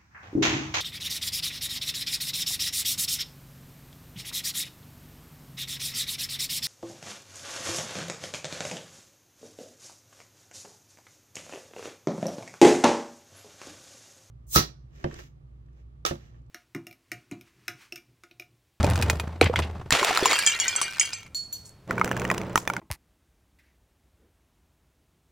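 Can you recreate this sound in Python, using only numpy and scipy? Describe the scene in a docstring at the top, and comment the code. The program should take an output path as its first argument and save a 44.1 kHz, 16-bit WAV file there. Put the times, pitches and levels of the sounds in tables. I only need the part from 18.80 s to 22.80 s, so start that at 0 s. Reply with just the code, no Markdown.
"""Outdoors on concrete steps, close up, on a small recorder with two microphone ports.
A full glass jar rolls down, booming through the slab, knocks, sloshes and bursts on the next tread.
Liquid splashes and bubbles, shards clatter and ring, and one last piece rocks to rest.
Then, a little to the right, a glass bottle rolls over the grit and drops a step."""
import sys
import numpy as np
from scipy import signal
from scipy.fft import rfft, irfft, next_fast_len
from scipy.io import wavfile
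from scipy.ndimage import map_coordinates

SR = 44100
rng = np.random.default_rng(int(sys.argv[2]) if len(sys.argv) > 2 else 0)


def inscribe(sig):
    """Save sig as 16-bit PCM at rate SR to the path in sys.argv[1].

    A 1-D sig is mono; a 2-D sig holds one channel per row.
    Samples are clipped to [-1, 1] before scaling.
    """
    pcm = np.round(np.clip(np.atleast_2d(sig).T, -1, 1) * 32767)
    wavfile.write(sys.argv[1], SR, pcm.astype(np.int16))


N = 176400
T = np.arange(N) / SR
EVENT_T = T[:SR // 2]

# Jar glass crushing grit. Each row: frequency in Hz, level in dB.
CRACK_SPECTRUM = [(200, -14.5), (1000, 2.5), (2400, 5), (15500, -4.5)]
# The spill from the jar. Each row: time in seconds, splash in dB, small shards in dB.
SPILL_LEVELS = [(1.11, -39, -60), (1.125, -18, -37), (1.2, -27.5, -30), (1.5, -27.5, -26.5),
                (1.7, -48.5, -26.5), (2.03, -40.5, -32.5), (2.17, -50.5, -37.5), (2.23, -60, -34),
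                (2.48, -59, -53)]


def amp(db):
    """Decibels to gain."""
    return 10 ** (np.asarray(db) / 20)


def unit(x):
    """Scale to rms 1."""
    return x / np.sqrt(np.mean(x ** 2) + 1e-20)


def along(points, hz):
    """Interpolate (Hz, value) points on a log axis."""
    f, v = np.transpose(points)
    return np.interp(np.log(hz + 1), np.log(f + 1), v)


def levels(rows):
    """Gain curves from dB columns; silent outside their span unless it nears an end of the scene."""
    s, *columns = np.transpose(rows)
    return [amp(np.interp(T, s, db, left=db[0] if s[0] < .1 else -120,
                          right=db[-1] if s[-1] > 3.9 else -120)) for db in columns]


def wobble(rate):
    """A smooth random curve, rate knots a second."""
    return map_coordinates(rng.standard_normal(4096), [T * rate], mode="wrap")


def filtered(x, response):
    """Pass x through a frequency response."""
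    n = x.shape[-1]
    padded = next_fast_len(n + 4096)
    return irfft(rfft(x, padded) * response(np.fft.rfftfreq(padded, 1 / SR)), padded)[..., :n]


def noise(spectrum):
    """Coloured noise of rms 1."""
    return unit(filtered(rng.standard_normal(N), lambda hz: amp(along(spectrum, hz))))


def wavering_tone(hz, depth, rate):
    """A sine whose pitch wanders at random."""
    return np.sin(2 * np.pi * np.cumsum(hz * (1 + depth * wobble(rate))) / SR)


def grit(spectrum, count, size_db):
    """Broad, very short ticks of uneven size and spacing, rms 1."""
    place, size = rng.random((2, count))
    starts = ((np.arange(count) + place) * N / count).astype(int)
    hits = np.bincount(starts, amp(size_db * size ** 2), N)
    bursts = signal.fftconvolve(hits, amp(-60 * EVENT_T / .009))[:N] * rng.standard_normal(N)
    return unit(filtered(bursts, lambda hz: amp(along(spectrum, hz))))


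def crack(spectrum, t60, tail_db, tail_t60):
    """Grit crushed at a contact: a sharp coloured burst and a short crumbling tail."""
    t = T[:4096]
    cepstrum = irfft(np.log(amp(along(spectrum, np.fft.rfftfreq(len(t), 1 / SR)))))
    fold = 1 + np.sign(len(t) / 2 - np.arange(len(t)))
    fold[0] = 1
    pulse = irfft(np.exp(rfft(cepstrum * fold)))  # minimum phase keeps the attack sharp
    burst = rng.standard_normal(len(t)) * (amp(-60 * t / t60) + amp(tail_db - 60 * t / tail_t60))
    return signal.fftconvolve(burst, pulse / np.linalg.norm(pulse))[:len(t)]


def thud(hz, t60, spread, flank_db):
    """A heavily damped resonance between two weaker neighbours."""
    t = T[:8192]
    f = hz * np.exp(np.array([[0], [-spread], [spread]]) * rng.uniform(.6, 1.4, (3, 1)))
    waves = np.sin(2 * np.pi * f * t) * amp([[0], [flank_db], [flank_db]]) * [[1], [-1], [-1]]
    return waves.sum(0) * amp(-60 * t / t60) * (1 - np.exp(-2 * hz * t))


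def ring(modes, cycles, scatter_db, detune):
    """Glass modes, struck with a new balance each time; high ones tend to die first and detune most."""
    hz, db = np.transpose(modes)[:, :, None]
    size, shift, life = rng.standard_normal((3, len(hz), 1))
    gain = amp(db + scatter_db * size)
    hz = hz * np.exp(detune * shift * hz / hz.mean())
    t60 = cycles / hz * amp(2 * life)
    white = rng.standard_normal((len(hz), len(EVENT_T)))
    flutter = unit(filtered(white, lambda f: np.exp(-(f / (.016 * hz)) ** 2)))
    waves = np.real((1 + .5 * signal.hilbert(flutter)) * np.exp(2j * np.pi * hz * EVENT_T))
    return (gain * waves * amp(-60 * EVENT_T / t60)).sum(0) / np.linalg.norm(gain)


def grains(start, end, count, low_hz, high_hz, cycles, size_db, glide=0):
    """Scattered damped tones, rms 1 over their span."""
    when, pitch, size = rng.random((3, count, 1))
    t = T[:5000]
    hz = low_hz * (high_hz / low_hz) ** pitch
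    age = hz * t / cycles
    phase = 2 * np.pi * hz * t * (1 + glide * np.minimum(age, 1))
    waves = amp(size_db * size ** 2 - 60 * age) * np.sin(phase)
    at = ((start + (end - start) * when) * SR).astype(int) + np.arange(len(t))
    return unit(np.bincount(at.ravel(), waves.ravel(), N)[:N]) * np.sqrt((end - start) * SR / N)


def rush(db, hz, rise, t60, slope_db):
    """A grainy swell of noise around one frequency."""
    band = lambda f: amp(-slope_db * np.hypot(np.log2((f + 1) / hz), .5))
    swell = (1 - np.exp(-EVENT_T / rise)) * amp(db - 60 * EVENT_T / t60)
    return swell * unit(filtered(rng.standard_normal(len(EVENT_T)) ** 3, band))


def add(track, s, x):
    """Mix x in at s seconds."""
    part = track[max(0, round(s * SR)):][:len(x)]
    part += x[:len(part)]


def air():
    """Quiet outdoor air, nearly the same at both ports."""
    # Each row: frequency in Hz, level in dB.
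    spectrum = [(25, -11), (100, 1.5), (300, -11), (15500, -42)]
    return amp(-54.5) * (noise(spectrum) + 0.1 * np.array([noise(spectrum), noise(spectrum)]))


def yard(x, t60=0.29):
    """A faint answer from steps and walls, thin in the bass and different on each side."""
    tail = rng.standard_normal((2, len(EVENT_T))) * amp(-60 * EVENT_T / t60)
    echo = signal.fftconvolve(x[None], tail / np.linalg.norm(tail[0]), axes=1)[:, :N]
    return filtered(echo, lambda hz: amp(-20) * hz / (hz + 250))


def ports(x, left_db, scatter_t60=0.049):
    """Treble reaches the two ports out of step, and scatter off the nearest tread sets them apart."""
    # Each row: frequency in Hz, lead of the left port in radians.
    phase_lead = [(4600, 0), (8500, -1.7), (11000, -2.8), (15500, -3.8)]
    sides = np.array([[.5], [-.5]])
    tread = rng.standard_normal(len(EVENT_T)) * amp(-60 * EVENT_T / scatter_t60)
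    scatter = signal.fftconvolve(x, tread / np.linalg.norm(tread))[:N]
    scatter = filtered(scatter, lambda hz: amp(-12) * hz ** 2 / (hz ** 2 + 300 ** 2))
    pair = filtered(x + 2 * sides * scatter, lambda hz: np.exp(1j * sides * along(phase_lead, hz)))
    return pair * amp(sides * left_db)


def skids():
    """Short hisses of glass sliding over grit."""
    # Each row: start in seconds, level in dB, centre in Hz.
    slides = [(2.852, -43, 8000), (3.769, -35.5, 6500)]
    out = np.zeros(N)
    for s, db, hz in slides:
        add(out, s, rush(db, hz, rise=0.0028, t60=0.19, slope_db=20.5))
    return out


def bottle():
    """The bottle hums, rumbles, crunches and clacks over the rough concrete and drops a step."""
    # Tones of the roll, its rumble and crushed grit. Each row: frequency in Hz, level in dB.
    hum_tones = [(122, -3.5), (184, -2.5)]
    rumble_spectrum = [(25, -6.5), (60, 4.5), (450, 6), (1400, -7), (15500, -45)]
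    grit_spectrum = [(2400, 8), (4400, -8), (6100, 0), (11000, -7), (14500, -3)]
    # Each row: time in seconds, level of the roll in dB.
    roll_levels = [(3.075, -50), (3.1, -33.5), (3.52, -33), (3.74, -38), (3.85, -48), (3.92, -39)]
    # Each row: start in seconds, clack pitch in Hz, clack in dB, crack in dB.
    knocks = [(3.109, 1410, -15, -26.5), (3.18, 1480, -16.5, -38), (3.2134, 1270, -6, -29),
              (3.245, 1340, -41, -20), (3.277, 1410, -21.5, -29), (3.314, 1720, -18, -24),
              (3.367, 1590, -27, -27), (3.418, 1480, -26, -29.5), (3.451, 1870, -20.5, -29),
              (3.501, 1915, -11.5, -24), (3.514, 1073, -13.5, -19), (3.58, 1270, -46, -22),
              (3.7569, 1275, -6, -10.5), (3.7765, 1000, -15, -12.5), (3.8761, 2440, -19, -19.5),
              (3.9, 1403, -13.5, -24.5), (3.936, 1100, -24, -27), (3.966, 1450, -19, -27.5)]
    hum = sum(amp(db) * wavering_tone(hz, depth=0.01325, rate=22.2) for hz, db in hum_tones)
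    crunch = amp(-11.5) * grit(grit_spectrum, count=280, size_db=19)
    rumble = unit(noise(rumble_spectrum) * amp(2.2 * wobble(110)))
    out = levels(roll_levels)[0] * (hum + crunch + rumble)
    for s, hz, clack_db, crack_db in knocks:
        add(out, s, amp(clack_db) * thud(hz, t60=0.021, spread=0.42, flank_db=-6.5))
        add(out, s, amp(crack_db) * crack(grit_spectrum, t60=0.0092, tail_db=-4, tail_t60=0.013))
    return out


def last_shard():
    """One piece rocks to rest on the concrete, each tap ringing over a faint hiss."""
    # Each row: start in seconds, level in dB.
    taps = [(2.547, -25.5), (2.727, -30.5)]
    # Each row: frequency in Hz, level in dB.
    modes = [(4368, -2), (6037, -10), (7092, 1.5), (10755, -8), (13300, 0)]
    out = np.zeros(N)
    for s, db in taps:
        add(out, s, amp(db) * ring(modes, cycles=1260, scatter_db=3.5, detune=0))
        add(out, s, rush(db - 16.5, hz=6600, rise=0.0041, t60=0.46, slope_db=11.5))
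    return out


def shards():
    """Big fragments land and ring amid a tinkle of small ones."""
    # Each row: start in seconds, clack pitch in Hz, then clack, crack and ring in dB.
    landings = [(1.1067, 1820, -17.5, -8, -42.5), (1.125, 2800, -21, -10.5, -23),
                (1.229, 1056, -11, -20, -29), (1.247, 676, -18.5, -9.5, -42), (1.374, 1317, -12, -9.5, -59),
                (1.457, 1035, -9, -7, -19), (1.531, 1210, -15.5, -14, -18.5),
                (1.589, 9050, -14.5, -20, -23), (1.664, 7150, -8, -25, -19),
                (1.673, 3290, -17.5, -16, -13.5), (1.80, 6800, -15.5, -20.5, -19.5),
                (1.881, 6750, -13, -40, -23.5), (1.962, 7640, -12, -37, -27.5),
                (2.015, 1160, -21, -16, -20.5), (2.197, 6600, -7.5, -22.5, -20.5),
                (2.211, 2290, -13.5, -29.5, -22), (2.254, 7900, -26, -49, -33),
                (2.332, 5070, -23, -27, -30)]
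    # Modes of the big fragments. Each row: frequency in Hz, level in dB.
    modes = [(1344, -15.5), (1744, -34.5), (2200, -4), (2380, 3.5), (2805, 2), (3199, 4), (4376, 0.5),
             (4804, 3), (5764, 6), (6590, 5.5), (7092, 6.5), (7800, 7.5), (9400, 5.5)]
    _, small_pieces = levels(SPILL_LEVELS)
    tinkle = grains(0.82, 2.5, count=640, low_hz=1346, high_hz=9770, cycles=250, size_db=18.5)
    ticks = grit(CRACK_SPECTRUM, count=500, size_db=12)
    out = small_pieces * (amp(-5.5) * tinkle + amp(-7) * ticks)
    for s, hz, clack_db, crack_db, ring_db in landings:
        add(out, s, amp(clack_db) * thud(hz, t60=0.033, spread=0.238, flank_db=-9.5))
        add(out, s, amp(crack_db) * crack(CRACK_SPECTRUM, t60=0.0091, tail_db=-37.5, tail_t60=0.05))
        add(out, s, amp(ring_db) * ring(modes, cycles=900, scatter_db=4.0, detune=0.026))
    return out


def liquid(burst_s=1.119):
    """The contents slosh in the jar, then thump on the tread and splash; bubbles rise in pitch."""
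    # Each row: frequency in Hz, level in dB.
    splash_spectrum = [(100, -28), (400, 2), (2200, 5), (15500, -17.5)]
    # Each row: start in seconds, level in dB, centre in Hz.
    sloshes = [(0.622, -20, 2500), (.655, -24, 2130), (0.759, -25.5, 2460), (.82, -28.5, 2500),
               (1.118, -17, 2870)]
    # Large air pockets closing. Each row: start in seconds, starting pitch in Hz, level in dB.
    glugs = [(.698, 473, -14.5), (1.308, 726, -15), (1.426, 372, -14)]
    splash, _ = levels(SPILL_LEVELS)
    bubbles = grains(1.13, 1.54, count=130, low_hz=296.8, high_hz=1920, cycles=52, size_db=32, glide=.22)
    spatter = amp(3.2 * wobble(420) + 2.5 * wobble(45))
    out = splash * (unit(noise(splash_spectrum) * spatter) + amp(-8) * bubbles)
    for s, db, hz in sloshes:
        add(out, s, rush(db, hz, rise=0.0021, t60=0.11, slope_db=19))
    for s, hz, db in glugs:
        chirp = np.sin(2 * np.pi * hz * EVENT_T * (1 + 2 * EVENT_T))
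        add(out, s, amp(db - 60 * EVENT_T / 0.051) * chirp)
    add(out, burst_s, amp(-21.5) * thud(hz=143, t60=0.096, spread=0.55, flank_db=-1))
    return out


def jar(wall_hz=2466, wall_t60=0.057):
    """The heavy jar shakes the slab as it rolls, crunches over grit and knocks on step edges."""
    # Each row: time in seconds, level of the roll in dB.
    roll_levels = [(0, -24.5), (.32, -28), (.43, -35), (.6, -40.5), (.63, -20.5), (.72, -36), (.8, -26.5),
                   (.92, -38), (1.1, -43)]
    # Each row: frequency in Hz, level in dB.
    rumble_spectrum = [(25, -18), (100, 12), (260, -2.5), (800, -4.5), (5000, -29), (15500, -45.5)]
    # Each row: start in seconds, thud pitch in Hz, thud in dB, crack in dB.
    knocks = [(0.044, 586, -10, -22.5), (.157, 1480, -22, -25.5), (0.224, 1930, -39, -18),
              (0.299, 950, -18, -14.5), (0.398, 950, -27, -23.5), (0.6122, 2334, -5, -18.5),
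              (.614, 472, -2.5, -23), (.738, 940, -16, -41.5), (0.759, 2110, -11, -28),
              (0.79, 1007, -15, -24)]
    roll, = levels(roll_levels)
    boom = unit(wavering_tone(hz=82.1, depth=.07, rate=32))
    rumble = unit(noise(rumble_spectrum) * amp(4.2 * wobble(130)))
    crunch = grit(CRACK_SPECTRUM, count=260, size_db=17)
    out = roll * boom + amp(8.5) * roll ** 1.285 * rumble + amp(10) * roll ** 2 * crunch
    # The contents damp the glass wall, so it rings only briefly.
    wall_ring = amp(-7.5 - 60 * EVENT_T / wall_t60) * np.sin(2 * np.pi * wall_hz * EVENT_T)
    for s, hz, thud_db, crack_db in knocks:
        add(out, s, amp(thud_db) * thud(hz, t60=0.01 + 11 / hz, spread=0.475, flank_db=-5))
        add(out, s, amp(crack_db) * crack(CRACK_SPECTRUM, t60=0.016, tail_db=-11.5, tail_t60=0.06))
        add(out, s, amp(crack_db) * wall_ring)
    return out


def scene():
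    """Jar and spill straight ahead, the bottle a little to the right, over quiet outdoor air."""
    smash = jar() + liquid() + shards() + last_shard() + skids()
    roll = bottle()
    background = air() + yard(smash + roll)
    return background + ports(smash, left_db=.5) + ports(roll, left_db=-2)


def record(dry, top_hz=16000):
    """The recorder rounds off peaks near full scale and cuts steeply above its band limit."""
    rounded = dry / (1 + np.abs(dry) ** 6) ** (1 / 6)
    return filtered(rounded, lambda hz: 1 / (1 + (hz / top_hz) ** 120))


dry = scene()
out = record(dry)
inscribe(out)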